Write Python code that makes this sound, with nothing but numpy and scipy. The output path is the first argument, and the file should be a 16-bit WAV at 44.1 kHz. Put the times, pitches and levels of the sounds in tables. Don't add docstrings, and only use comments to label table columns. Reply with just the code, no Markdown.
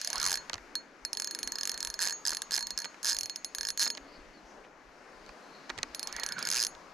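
import sys
import numpy as np
from scipy import signal
from scipy.fft import rfft, irfft, next_fast_len
from scipy.io import wavfile
from scipy.ndimage import uniform_filter1d

SR = 44100
rng = np.random.default_rng(int(sys.argv[2]) if len(sys.argv) > 2 else 0)


def ratio_of_db(decibels):
    return 10 ** (np.asarray(decibels, float) / 20)


def wav_out(sig):
    wavfile.write(sys.argv[1], SR, np.round(np.clip(np.atleast_2d(sig).T, -1, 1) * 32767).astype(np.int16))


N = 305613
T = np.arange(N) / SR
CONTACT_S = 0.0005


def level(x, db):
    return x * ratio_of_db(db) / np.sqrt(np.mean(x ** 2))


def colour(x, points):
    hz, db = np.transpose(points)
    size = next_fast_len(N)
    f = np.arange(size // 2 + 1) * SR / size + 1
    gain = ratio_of_db(np.interp(np.log(f), np.log(hz), db))
    return irfft(rfft(x, size) * gain, size)[..., :N]


def band(x, hz, width_hz):
    return signal.lfilter(*signal.iirpeak(hz, hz / width_hz, SR), x)


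def place(x, pan_db):
    return x * ratio_of_db(np.array([[0.5], [-0.5]]) * pan_db)


def stereo(mid, side):
    return mid + side * np.array([[1], [-1]])


def walk(rate_hz):
    hold = int(SR / rate_hz)
    levels = rng.standard_normal(N // hold + 1)
    return uniform_filter1d(np.repeat(levels, hold), hold)[:N]


def strikes(s, size):
    x = np.zeros(N, np.result_type(size))
    x[(s * SR).astype(int)] = size
    return x


def modes(s, db, table, scatter_db):
    out = 0
    contact = np.exp(-1 / (CONTACT_S * SR))
    for hz, mode_db, t60_s, pan_db in table:
        chance = rng.standard_normal((len(s), 2)).T
        blow_db = db + mode_db + scatter_db * chance[0]
        blows = strikes(s, ratio_of_db(blow_db) * np.exp(2j * chance[1]))
        turn = np.exp(2j * np.pi * hz / SR)
        decay = 1000 ** (-1 / t60_s / SR)
        push = signal.lfilter([1 - contact], [1, -contact * turn], blows)
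        out = out + place(signal.lfilter([1], [1, -turn * decay], push).imag, pan_db)
    return out


def ring(s, db, hz, t60_s, pan_db):
    last = np.searchsorted(s, T) - 1
    age_s = T - s[last]
    decay = ratio_of_db(db[last] - 60 * np.abs(age_s) / t60_s)
    envelope = uniform_filter1d(np.where(last >= 0, decay, 0), size=40)
    phase = rng.uniform(0, 2 * np.pi, len(s))
    return place(envelope * np.sin(2 * np.pi * hz * age_s + phase[last]), pan_db)


def burst(s, db, ms, points, alike):
    envelope = np.zeros(N)
    age_s = np.arange(600) / SR
    shape = np.exp(-age_s / (ms / 1000)) * (1 - np.exp(-age_s / CONTACT_S))
    for start, size in zip((s * SR).astype(int), ratio_of_db(db)):
        envelope[start:start + 600] += size * shape
    mid, side = np.sign(rng.standard_normal((2, N)))
    noise = stereo(np.sqrt(alike) * mid, np.sqrt(1 - alike) * side)
    return colour(envelope * noise, points)


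# (time [s], speed [teeth/s])
PULL_1 = [(0.0147, 28.1), (0.074, 39.0), (0.102, 32.3), (0.116, 36.4), (0.168, 39.5), (0.258, 94.7),
          (0.317, 91.9), (0.3756, 48.6)]
NUDGES = [
    [(.754, 20)],
    [(1.0502, 20)],
]
PULL_2 = [(1.131, 19.8), (1.172, 29.6), (1.21, 48.1), (1.291, 26.3), (1.388, 24.8), (1.498, 20.7),
          (1.5871, 37.4)]
PULL_3 = [(1.6106, 44.0), (1.674, 50.5), (1.73, 40.1), (1.759, 26.1), (1.838, 49.3), (1.9427, 18.8)]
PULL_7 = [(1.991, 53.9), (2.026, 201.9), (2.068, 86.7), (2.108, 88.3), (2.1263, 21.9)]
PULL_8 = [(2.2523, 116.6), (2.258, 94.9), (2.264, 30.2), (2.273, 179.2), (2.282, 81.3), (2.318, 78.3),
          (2.4195, 1.1)]
PULL_9 = [(2.509, 71.4), (2.531, 158.7), (2.556, 122.9), (2.56, 130.9), (2.565, 76.8), (2.617, 56.0),
          (2.668, 1.4), (2.7076, 54.5)]
PULL_10 = [(2.7766, 69.0), (2.783, 87.8), (2.79, 81.5), (2.851, 14.5)]
PULL_11 = [(3.03, 31.6), (3.081, 223.8), (3.092, 226.4), (3.1486, 22.9)]
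PULL_4 = [(3.1667, 52.0), (3.198, 43.3), (3.232, 44.3), (3.297, 17.9), (3.4472, 8.8)]
PULL_5 = [(3.5488, 22.4), (3.621, 46.9), (3.7055, 62.3)]
PULL_12 = [(3.7753, 14.2), (3.785, 41.1), (3.816, 233.7), (3.876, 14.9), (3.9042, 65.7)]
PULL_6 = [(5.9475, 17.0), (6.028, 31.6), (6.074, 14.6), (6.182, 31.9), (6.216, 22.3), (6.263, 43.0),
          (6.3243, 24.3)]
PULL_13 = [(6.3907, 21.3), (6.427, 34.3), (6.471, 53.4), (6.561, 125.9), (6.623, 116.7), (6.6694, 35.9)]
RUNS = [PULL_1, *NUDGES, PULL_2, PULL_3, PULL_7, PULL_8, PULL_9, PULL_10, PULL_11,
        PULL_4, PULL_5, PULL_12, PULL_6, PULL_13]


def snaps():
    rows = []
    for number, run in enumerate(RUNS):
        s, speed = np.transpose(run)
        t = np.arange(s[0], s[-1] + 1 / SR, 1 / SR)
        teeth = np.cumsum(np.interp(t, s, speed)) / SR
        snap_s = np.interp(np.arange(round(teeth[-1]) + 1), teeth, t)
        rows += [(at, number, np.interp(at, s, speed)) for at in snap_s]
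    return np.transpose(rows)


# (crack [dB], low ring [dB], high ring [dB], body knock [dB])
GRIP = [(-21, -40.5, -50, -38.0), (-19, -35.5, -51, -41), (-18, -33.5, -60, -39.5),
        (-23, -40.5, -46, -37.5), (-23, -41.5, -49.5, -38.5), (-24, -41.0, -45.5, -36),
        (-22.5, -44.5, -50.5, -37.5), (-23.5, -40.0, -51, -40), (-26, -41, -51, -41.5),
        (-23.5, -43.5, -45, -40.5), (-23, -41.5, -45, -45.5), (-23.5, -42, -47.0, -36.5),
        (-23.0, -37, -43, -39.5), (-24, -41, -53, -41), (-21.5, -46.5, -47, -41.5)]
SPEED_DB = (1.1, 2.6, 2.4, 1.7)
SCATTER_DB = (1.0, 3.5, 3.5, 1.5)
# (slowest that matters, reference, fastest) [teeth/s]
SPEED_RANGE = (33, 50, 300)
# (crack [dB], body knock [dB], cap ring [dB])
TEETH = [(-2.0, -0.1, -2.2), (-0.3, -0.6, -0.3), (1.0, -0.2, 1.9), (1.8, -0.4, 0.2), (0.7, -0.1, -2.8),
         (-0.4, 0.1, -2.6), (-3.7, 1.4, -2.4), (-1.7, 2.5, 2.0), (-1.7, 2.3, 3.8), (1.3, 1.6, 2.6),
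         (1.8, -1.3, 1.9), (1.7, -2.6, 2.4), (2.9, -1.2, 1.6), (0.2, -2.1, -2.1), (-1.7, 0.6, -4.0)]
# (frequency [Hz], level [dB])
CRACK = [(600, -11), (1500, -5.5), (3000, -2), (5500, 4.5), (8500, -4.5), (12500, -9), (14500, -25),
         (16500, -54)]
# (frequency [Hz], level under crack [dB], t60 [s], left minus right [dB])
CAP = [(5025, -5.5, 0.014, -1), (6264, -1.5, 0.0037, -2), (3990, -14, 0.0025, -3.5), (7505, -3, 0.0014, 2),
       (9110, -17, 0.0032, -3), (10520, -17, 0.0044, 10.5)]
# (frequency [Hz], level under crack [dB], t60 [s], left minus right [dB])
SPOOL_TOP = [(10775, -30.5, .085, 1.), (13230, -40, .07, 2.)]
# (frequency [Hz], level under body knock [dB], t60 [s], left minus right [dB])
BODY = [(1660, 1.5, 0.017, -1.5), (1785, -9, 0.053, 2), (941, -22.5, 0.21, -0.5), (2520, -13, 0.004, 1)]


def ratchet():
    s, run, speed = snaps()
    slowest, reference, fastest = SPEED_RANGE
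    haste = np.log2(np.clip(speed, slowest, fastest) / reference)
    memory = 0.46
    built = signal.lfilter([1 - memory], [1, -memory], haste)
    haste = np.transpose([haste, built, built, haste])
    chance = rng.standard_normal((len(s), 4))
    db = np.array(GRIP)[run.astype(int)] + haste * SPEED_DB + chance * SCATTER_DB
    base_db, low_db, high_db, body_db = db.T
    tooth_db, knock_db, cap_db = np.array(TEETH)[np.arange(len(s)) % len(TEETH)].T
    crack_db = base_db + 1.3 * tooth_db + 2.0

    crack = burst(s, crack_db + 11.0, 0.38, CRACK, alike=0.91)
    rattle = burst(s, crack_db - 12, 2.6, CRACK, alike=0.83)
    low = ring(s, low_db + 3.0, hz=4306, t60_s=0.13, pan_db=-0.059)
    high = ring(s, high_db + 2.5, hz=6640, t60_s=0.25, pan_db=0.0)
    cap = modes(s, base_db + cap_db, CAP[:1], scatter_db=4.0)
    cap = cap + modes(s, crack_db, CAP[1:], scatter_db=2.5)
    top = modes(s, crack_db, SPOOL_TOP, scatter_db=4.5)
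    body = modes(s, body_db + knock_db, BODY, scatter_db=2.5)
    return crack + rattle + low + high + cap + top + body


# (time [s], moving resonance [Hz], level [dB])
RUB = [(0.061, 620.2, -58), (.15, 950, -44), (0.198, 1546, -44.5), (.28, 1000, -46.5), (.35, 700, -56),
       (0.419, 695.6, -110),
       (6.031, 904.4, -70), (6.08, 954, -50), (6.121, 1653, -52), (6.182, 1981, -46),
         (6.271, 1616, -50.5), (6.351, 1602, -53),
       (6.399, 1500, -42.5), (6.449, 1637, -45.5), (6.549, 1484, -50), (6.659, 1620, -58)]


def drag_rub():
    s, hz, db = np.transpose(RUB)
    turns = np.cumsum(np.interp(T, s, hz)) / SR
    parts = [(turns, 130.0, 0), (2250 * T, 90.0, -9), (1500 * T, 900.0, -6), (3800 * T, 900.0, -9)]
    out = 0
    for cycles, width_hz, part_db in parts:
        slips = signal.lfilter(*signal.butter(2, width_hz, fs=SR), rng.standard_normal((2, N)))
        angle = 2 * np.pi * cycles
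        wave = slips[0] * np.cos(angle) + slips[1] * np.sin(angle)
        out = out + level(wave * ratio_of_db(3.5 * walk(50)), part_db)
    return out * ratio_of_db(np.interp(T, s, db, left=-90, right=-90) + 0.5)


# (time [s], tick [dB], thud [dB])
KNOCKS = [(0.4968, -26.5, -31), (0.532, -26.5, -33.5), (0.541, -25.5, -52), (0.544, -41, -38),
          (0.555, -42, -39), (0.58, -45, -39), (1.15, -33, -47), (2.067, -29, -32.5), (2.325, -37, -30.5),
          (2.5802, -28, -31.5), (2.8441, -28.5, -34.5), (2.8554, -35, -36), (2.9436, -46.5, -44),
          (3.8643, -30.5, -30), (3.8728, -30, -40), (3.9503, -35.5, -46), (3.973, -32, -39),
          (3.977, -37, -42), (5.263, -47, -63), (5.2915, -48, -39.5), (5.6949, -36.5, -32.5),
          (5.7001, -32, -32.5), (5.7056, -43, -34.5), (5.778, -35, -39.5), (5.7846, -36.5, -35),
          (5.7872, -30, -36.5), (5.8306, -19, -27), (6.234, -23, -30.5), (6.383, -36, -33.5),
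          (6.7502, -44, -51)]


def knocks():
    s, tick_db, thud_db = np.transpose(KNOCKS)
    tick_hz_db = [(1500, -31.0), (3000, 5.0), (4200, 4.5), (6500, 1.0), (9500, -17.0), (14000, -32.0)]
    thud_hz_db = [(300, -7), (1000, -2.0), (1700, 1), (2500, -1.5), (4000, -45)]
    tick = burst(s, tick_db + 13, 0.68, tick_hz_db, alike=0.87)
    thud = burst(s, thud_db + 10.5, 4.24, thud_hz_db, alike=0.97)
    return tick + thud + modes(s, tick_db, [(4260, 1.2, 0.0071, 0.0)], scatter_db=1)


# (frequency [Hz], density [dB per Hz])
RIVER = [(110, -16), (160, -4), (270, 0), (500, -0.5), (1000, -4), (1700, -11), (2500, -19.5), (3400, -29),
         (4600, -27.5), (6500, -31), (8500, -44), (13500, -50), (14300, -65)]
# (frequency [Hz], left minus right [dB])
RIVER_PAN = [(150, -4.5), (400, 1.5), (1300, 8), (2400, 6), (4400, 2.5)]


def river(db, hiss_db):
    out = 0
    pan_hz, pan_db = np.transpose(RIVER_PAN)
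    for hz in 141 * 2 ** np.arange(0, 6.8, 0.5):
        edges_hz = hz * 2 ** np.array([-0.25, 0.25])
        sos = signal.butter(2, edges_hz, "band", fs=SR, output="sos")
        high = np.clip(np.log2(hz / 900) / 2.2, 0, 1)
        gain_db = (1 - high) * db + high * (hiss_db - 55) + (2.4 - high) * walk(6)
        mid, side = signal.sosfilt(sos, rng.standard_normal((2, N)))
        pair = stereo(mid, (0.3 + 0.18 * high) * side)
        out = out + place(ratio_of_db(gain_db) * pair, np.interp(np.log(hz), np.log(pan_hz), pan_db))
    return colour(out, RIVER) * ratio_of_db(15.5)


# (time [s], level [dB])
THUMPS = [(0.28, -55), (0.39, -61), (1.75, -60), (3.07, -62), (5.91, -60), (6.25, -61)]


def wind():
    rumble_hz_db = [(12, -15.0), (25, 2), (40, -9), (60, -7.5), (100, -20.5), (200, -69.5)]
    mid, side = colour(rng.standard_normal((2, N)), rumble_hz_db)
    rumble = ratio_of_db(6.1 * walk(9.4)) * level(stereo(mid, 0.38 * side), -74)
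    beats_s = np.arange(0.187, N / SR, 0.4265)
    beats_db = -57 + 2.1 * rng.standard_normal(len(beats_s))
    s, db = np.transpose(THUMPS + list(zip(beats_s, beats_db)))
    age_s = np.arange(-2000, 2001) / SR
    thump = np.exp(-(age_s / 0.017) ** 2) * np.sin(2 * np.pi * 41 * age_s)
    return rumble + signal.fftconvolve(strikes(s, ratio_of_db(db + 1.5)), thump, "same")


# (middle [s], half length [s], centre [Hz], width [Hz], level [dB])
SWELLS = [(4.12, .09, 4500, 700, -65.5), (5.05, 0.092, 5300, 400, -76), (5.28, .05, 4700, 300, -67),
          (5.55, 0.16, 4200, 450, -67.5), (4.5, .05, 5800, 1600, -68), (6.565, 0.039, 2540, 620, -46),
          (0.24, .08, 150, 180, -59.5), (.55, 0.045, 90, 70, -65), (4.65, 0.015, 2230, 1400, -60),
          (3.25, .04, 81, 80, -66.5), (5.8, 0.04, 114, 120, -59.5), (6.4, 0.086, 170, 140, -58.5),
          (1.45, .12, 283, 83, -61.5), (4.0, .2, 270, 99, -62)]


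def swells():
    out = np.zeros((2, N))
    for s, half_s, hz, width_hz, db in SWELLS:
        span = slice(int((s - 2 * half_s) * SR), int((s + 2 * half_s) * SR))
        noise = rng.standard_normal((2, 40000))
        mid, side = band(band(noise, hz, width_hz), hz, width_hz)[:, :span.stop - span.start]
        shape = np.exp(-((T[span] - s) / half_s) ** 2) * ratio_of_db(3.2 * walk(40)[span])
        out[:, span] += shape * level(stereo(mid, 0.22 * side), db)
    return out


# (time [s], length [s], start [Hz], middle [Hz], end [Hz], level [dB])
BIRDS = [
    (4.108, .075, 4250, 4950, 4500, -62),
    (4.33, .07, 4600, 4500, 4000, -63),
    (4.635, .02, 2500, 2200, 1900, -63),
]


def birds():
    out = np.zeros(N)
    for s, length_s, start_hz, middle_hz, end_hz, db in BIRDS:
        u = np.clip((T - s) / length_s, 0, 1)
        hz = np.interp(u, [0, 0.35, 1], [start_hz, middle_hz, end_hz]) + 40 * walk(180)
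        tone = np.sin(2 * np.pi * np.cumsum(hz) / SR)
        out += ratio_of_db(db + 1.9 * walk(73)) * np.sin(np.pi * u) ** 0.5 * tone
    return place(out, 3.7)


# (time [s], river [dB], leaf hiss above -55 dB [dB])
SCENE = [(0, -66.5, 25.5), (.31, -61, 15), (.91, -60, 3), (1.41, -60, 11), (3.51, -63, 9),
         (4.01, -60.5, 6.5), (4.56, -59, 7), (4.73, -62, 1), (5.11, -61, 8), (5.61, -58, 10),
         (6.41, -60, 11.5), (6.92, -57.5, 8)]


def scene():
    s, *columns = np.transpose(SCENE)
    river_db, hiss_db = (np.interp(T, s, c) for c in columns)
    reel = place(ratchet() + drag_rub() + knocks(), -0.17)
    reel = signal.lfilter(*signal.butter(2, 260.0, "high", fs=SR), reel)
    reel[0] -= 0.61 * band(reel[0], 2740.0, 4100.0)
    return reel + river(river_db, hiss_db) + wind() + swells() + birds()


def roll_off(x):
    return signal.sosfilt(signal.butter(12, 16490, fs=SR, output="sos"), x)


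def record(dry):
    heard = colour(dry, [(13500, 2), (14500, 1.5), (16000, -18), (17000, -26)])
    return roll_off(heard)


dry = scene()
out = record(dry)
wav_out(out)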